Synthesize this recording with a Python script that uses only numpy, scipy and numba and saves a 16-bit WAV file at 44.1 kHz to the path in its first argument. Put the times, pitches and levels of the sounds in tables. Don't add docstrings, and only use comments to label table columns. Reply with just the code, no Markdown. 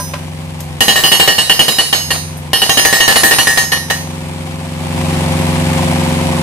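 import sys
import numpy as np
from scipy import signal
from scipy.fft import rfft, irfft, next_fast_len
from scipy.io import wavfile
from scipy.ndimage import uniform_filter1d, minimum_filter1d
from numba import njit

SR = 44100
rng = np.random.default_rng(int(sys.argv[2]) if len(sys.argv) > 2 else 0)


def unload_wav(signal):
    wavfile.write(
        sys.argv[1],
        SR,
        np.round(np.clip(np.atleast_2d(signal).T, -1, 1) * 32767).astype(np.int16),
    )


N = 283122
TIME = np.arange(N) / SR
LEFT_RIGHT = np.array([[1], [-1]])

# t/s, f/Hz
FIRING_RATE = [(0, 22.25), (.53, 22.2), (.8, 20.9), (1.8, 21), (2.28, 22.1), (2.53, 21.1), (3.5, 21.2),
               (3.9, 22.15), (6.4, 22.08)]
# t/s, distance/m, share of the engine hidden by its housing (0-1)
PHONE_PATH = [(2.3, 2.58, 1), (3.6, 4.1, 0.6), (4.1, 2.47, 0.46), (4.7, 2.32, 0.5), (5.0, 1.08, 0.42),
              (5.3, 0.91, 0.35), (5.8, 0.87, 0.2), (6.4, 1.18, 0)]
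# multiple of the firing rate, level/dB
EXHAUST_TONES = [(1, -78), (2, -37), (3, -4.5), (4, 8.5), (5, -43), (6, -28), (7, 11), (8, -1.5), (9, -39),
                 (10, -15.5), (11, -1), (12, -13), (13, -15.5), (14, -35), (15, -15.5), (16, -8.5),
                 (17, -36), (18, -27), (19, -20), (20, -22.5), (21, -47), (22, -52), (23, -39), (24, -5.5)]
# f/Hz, level/dB
GAS_COLOUR = [(20, -30), (50, -24), (110, 9.5), (280, -10), (450, -3), (800, -25)]
# f/Hz, level/dB
CLATTER_COLOUR = [(60, -14), (300, -3.5), (480, -11), (800, -2.5), (1020, -6), (1350, -14), (2300, -10),
                  (3500, -14.5), (6500, -22), (9000, -18.5), (12500, -26.5), (14500, -55)]
# f/Hz, level/dB
INTAKE_COLOUR = [(100, -40), (400, -26), (650, -2), (880, 0.5), (1050, -2), (1400, -26), (4000, -30),
                 (14000, -70)]
# t/s, level/dB, centre f/Hz, width/octaves, fade time/s
BOOM_KNOCKS = [(-.02, -10.5, 1030, 0.59, 0.075), (.136, -20, 1320, 0.99, 0.12),
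               (0.604, -26.5, 7100, 1.8, 0.12), (2.373, -34, 10200, 0.24, 0.14)]
# f/Hz, level/dB, fade time/s
LINKAGE_TONES = [(582, 3.5, 0.11), (1010, -2, 0.18), (1590, -9.5, 0.17)]
# t/s, level/dB, spot hit (0 middle, 1 towards the rim), plate's time off the ground/s
BREAKER_BLOWS = [(-.11, -21.5, .95, .01), (.806, -7, 0.13, 0.02), (0.881, -8.5, .2, 0.049),
                 (0.958, -13.5, 0.47, 0.051), (1.037, -7, 0.021, 0.057), (1.117, -8, 0.074, .06),
                 (1.197, -9, 0.23, 0.062), (1.276, -6, 0.26, 0.06), (1.382, -13, 0.16, 0.036),
                 (1.496, -12, 0.09, 0.032), (1.592, -2.5, 0.17, 0.02), (1.681, -7, 0.21, 0.014),
                 (1.784, -11.5, 0.17, 0.021), (1.927, -17.5, 0.082, 0.012), (2.105, -24.5, 0.25, 0.019),
                 (2.532, -10.5, 0.19, 0.044), (2.618, -13, 0.2, 0.021), (2.694, -12.5, 0.19, 0.031),
                 (2.772, -11.5, 0.23, 0.071), (2.85, -11.5, 0.75, 0.088), (2.927, -10, 0.6, 0.062),
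                 (3.004, -12.5, 0.42, .06), (3.078, -11.5, 0.42, 0.062), (3.158, -16, 0.48, 0.043),
                 (3.233, -9.5, 0.68, 0.075), (3.31, -13.5, 0.5, 0.023), (3.385, -12.5, 0.37, 0.03),
                 (3.47, -18, 0.79, 0.065), (3.574, -21.5, 0.59, 0.05), (3.718, -24.5, 0.43, 0.064),
                 (3.9, -27.5, 0.46, 0.049)]
# f/Hz, level/dB
CRACK_COLOUR = [(150, 2.5), (400, 8), (750, 13), (1350, 7), (2300, 8), (4200, 6), (6500, -3.5),
                (9500, -3.5), (14000, -5)]
# f/Hz, level/dB
THUMP_COLOUR = [(30, -84), (70, -26.5), (130, -18.5), (320, -22), (480, -19.5), (900, -37)]
# f/Hz, level/dB, fade time/s
PLATE_TONES = [
    [(778, 0, .18), (992, -11, .4), (1105, -9, .3)],
    [(1737, -4, .25), (1855, 0, .27)],
    [(2801, -7, .27), (2941, 0, .32), (3209, -8, .25)],
    [(3908, 0, .45), (4351, 2, .33), (4902, -5, .5), (5147, -2, .48)],
    [(5923, 0, .65), (6505, 0, .5), (6765, -5, .5), (7022, -6, .45), (7625, -5, .4), (8000, 0, .4),
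     (8768, 1, .4), (8895, -6, .4), (9293, -3, .6), (9470, -1, .6), (9603, 0, .55), (10895, 0, .45),
     (11225, 0, .5), (11405, -5, .6), (11672, -5, .4), (13400, -12, 0.58), (13470, 0, 0.57)],
]
# level/dB in the middle, change/dB towards the rim
FAMILY_LEVELS = [(-5, -3.5), (-3, 15), (12, -28), (0.5, -8), (-3.5, 2.5)]
# f/Hz, left minus right level/dB
PLATE_PAN = [(780, 1.5), (1800, -.5), (2900, -2), (3900, -4.5), (5000, -4.5), (6500, -7.5), (8000, -1),
             (9600, -2), (11200, 1), (14000, 0)]


def undb(db):
    return 10 ** (np.asarray(db) / 20)


def unit(x):
    return x / np.sqrt(np.mean(x ** 2))


def fade(age, t60):
    return np.exp(-np.log(1000) * age / t60)


def curves(table):
    times, *columns = np.transpose(table)
    return [np.interp(TIME, times, column) for column in columns]


def at_hz(points, hz):
    f, value = np.transpose(points)
    return np.interp(np.log(np.maximum(hz, 1)), np.log(f), value)


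def noise(colour, likeness):
    size = next_fast_len(N)
    hz = np.arange(size // 2 + 1) * SR / size
    spectrum = rfft(rng.standard_normal((2, size))) * undb(at_hz(colour, hz))
    mid, side = irfft(spectrum, size)[:, :N]
    return unit(mid) + np.sqrt((1 - likeness) / (1 + likeness)) * unit(side) * LEFT_RIGHT


def wobble(rate):
    return np.interp(TIME * rate, np.arange(4096), rng.standard_normal(4096))


def yard_echo(sound, echo_db=-11, t60=0.36, gap_s=0.017):
    age = TIME[:SR // 2]
    tail = rng.standard_normal((2, len(age))) * fade(age, t60) * (age > gap_s)
    tail /= np.sqrt(np.sum(tail ** 2, axis=1, keepdims=True))
    return sound + undb(echo_db) * signal.fftconvolve(sound, tail, axes=1)[:, :N]


def air_intake(phase, open_turn=0.65):
    gulp = np.exp(2 * (np.cos(phase - 2 * np.pi * open_turn) - 1))
    return gulp * noise(INTAKE_COLOUR, likeness=1)


def block_clatter(phase, knock_turn=0.44, knock_depth=0.066, valve_depth=0.06, grain_db=2):
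    angle = phase - 2 * np.pi * knock_turn
    beat = np.exp(knock_depth * np.cos(angle) + valve_depth * np.cos(2 * angle))
    return beat * undb(grain_db * wobble(500)) * noise(CLATTER_COLOUR, likeness=0.29)


def exhaust_drone(phase, first, last, smear=0.01):
    tones = EXHAUST_TONES[first - 1:last]
    return unit(sum(undb(db) * np.cos(k * phase + smear * k ** 2) for k, db in tones))


def diesel(start_turn=0.3043, upper_lag_turn=0.028):
    firing_hz, = curves(FIRING_RATE)
    metres, hidden = curves(PHONE_PATH)
    phase = 2 * np.pi * (np.cumsum(firing_hz) / SR + start_turn + .003 * wobble(22))
    gas = undb(-15) * noise(GAS_COLOUR, likeness=0.047)
    deep = undb(-16.5) * (exhaust_drone(phase, 1, 7) + gas)
    upper = undb(-16 - 8.5 * hidden) * exhaust_drone(phase - 2 * np.pi * upper_lag_turn, 8, 24)
    clatter = undb(-20.5 - 5.5 * hidden) * block_clatter(phase)
    air = undb(-20 - 12 * hidden) * air_intake(phase)
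    left, right = (deep + upper + clatter + air) / metres
    return np.array([left, undb(-.8) * np.roll(right, 6)])


def boom_knocks(rattle_db=3):
    out, grid_hz = 0, np.geomspace(30, 20000, 30)
    for start_s, db, centre_hz, octaves, t60 in BOOM_KNOCKS:
        age = np.abs(TIME - start_s)
        colour = np.column_stack([grid_hz, -3 * (np.log2(grid_hz / centre_hz) / octaves) ** 2])
        burst = fade(age, t60) * noise(colour, likeness=0.25) * undb(rattle_db * wobble(400))
        ring = sum(undb(tone_db + at_hz(colour, hz)) * fade(age, ring_t60) * np.sin(2 * np.pi * hz * age)
                   for hz, tone_db, ring_t60 in LINKAGE_TONES)
        out = out + undb(db) * (TIME >= start_s) * (burst + ring)
    return out


def plate_ring(blow, age, since_landing, strength_db, spot, scatter_db=1.2, detune=.0016, rise_s=.002):
    out = np.zeros((2, N))
    blur = .3 * fade(age, t60=.4)
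    rise = 1 - np.exp(-age / rise_s)
    choke = fade(since_landing, t60=.07)
    for tones, (middle_db, rim_db) in zip(PLATE_TONES, FAMILY_LEVELS):
        family_db = strength_db + middle_db + rim_db * spot
        total = np.sqrt(sum(undb(db) ** 2 for _, db, _ in tones))
        for hz, db, t60 in tones:
            uneven, start_turn, side, load = rng.standard_normal((len(BREAKER_BLOWS), 4)).T
            size = undb(family_db + db + scatter_db * uneven * np.sqrt(hz / 1000)) / total
            swing = size[blow] * rise * fade(age, t60) * (1 + blur * wobble(110))
            if hz < 3500:
                swing = swing * choke
            turns = hz * age * (1 + detune * load)[blow] + start_turn[blow]
            phase = 2 * np.pi * turns + blur * wobble(130)
            skew = 1.1 * side[blow] * min(hz / 4500, 1)
            pan = undb(LEFT_RIGHT * at_hz(PLATE_PAN, hz) / 2)
            out += swing * pan * np.sin(phase + LEFT_RIGHT * skew)
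    return out


def chisel_crack(age, rattle_db=5):
    snap = undb(-3) * fade(age, t60=0.046)
    rattle = undb(rattle_db * wobble(350)) * fade(age, t60=0.25)
    return (snap + rattle) * noise(CRACK_COLOUR, likeness=0.14)


def ground_thump(age, strength_db, firm_blow_db=-10, growth=1.64):
    thump_db = growth * (strength_db - firm_blow_db) - 1.5
    return undb(thump_db) * fade(age, t60=0.16) * noise(THUMP_COLOUR, likeness=0.47)


def breaker(crack_db=8, ring_db=13):
    start_s, strength_db, spot, hop_s = np.transpose(BREAKER_BLOWS)
    blow = np.maximum(np.searchsorted(start_s, TIME, side="right") - 1, 0)
    age = np.abs(TIME - start_s[blow])
    since_landing = np.maximum(age - hop_s[blow], 0)
    cracks = undb(strength_db[blow] + crack_db) * chisel_crack(age)
    thumps = ground_thump(age, strength_db[blow])
    ring = undb(ring_db) * plate_ring(blow, age, since_landing, strength_db, spot)
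    return cracks + thumps + ring


def scene():
    return yard_echo(breaker() + boom_knocks()) + diesel()


@njit
def follow_peaks(x, release):
    out, level = np.empty(len(x)), 0.
    for i in range(len(x)):
        level += (x[i] - level) * (1. if x[i] > level else release)
        out[i] = level
    return out


def record(dry, limit_db=7.5, release_s=0.19, top_hz=14600):
    peak = follow_peaks(np.abs(dry).max(axis=0), 1 / (1 + release_s * SR))
    gain = 1 / np.maximum(peak / undb(limit_db), 1)
    gain = uniform_filter1d(minimum_filter1d(gain, size=256), size=256)
    treble_cut = signal.ellip(10, .2, 80, top_hz, fs=SR, output="sos")
    return signal.sosfilt(treble_cut, np.clip(dry * gain, -1, 1))


dry = scene()
out = record(dry)
unload_wav(out)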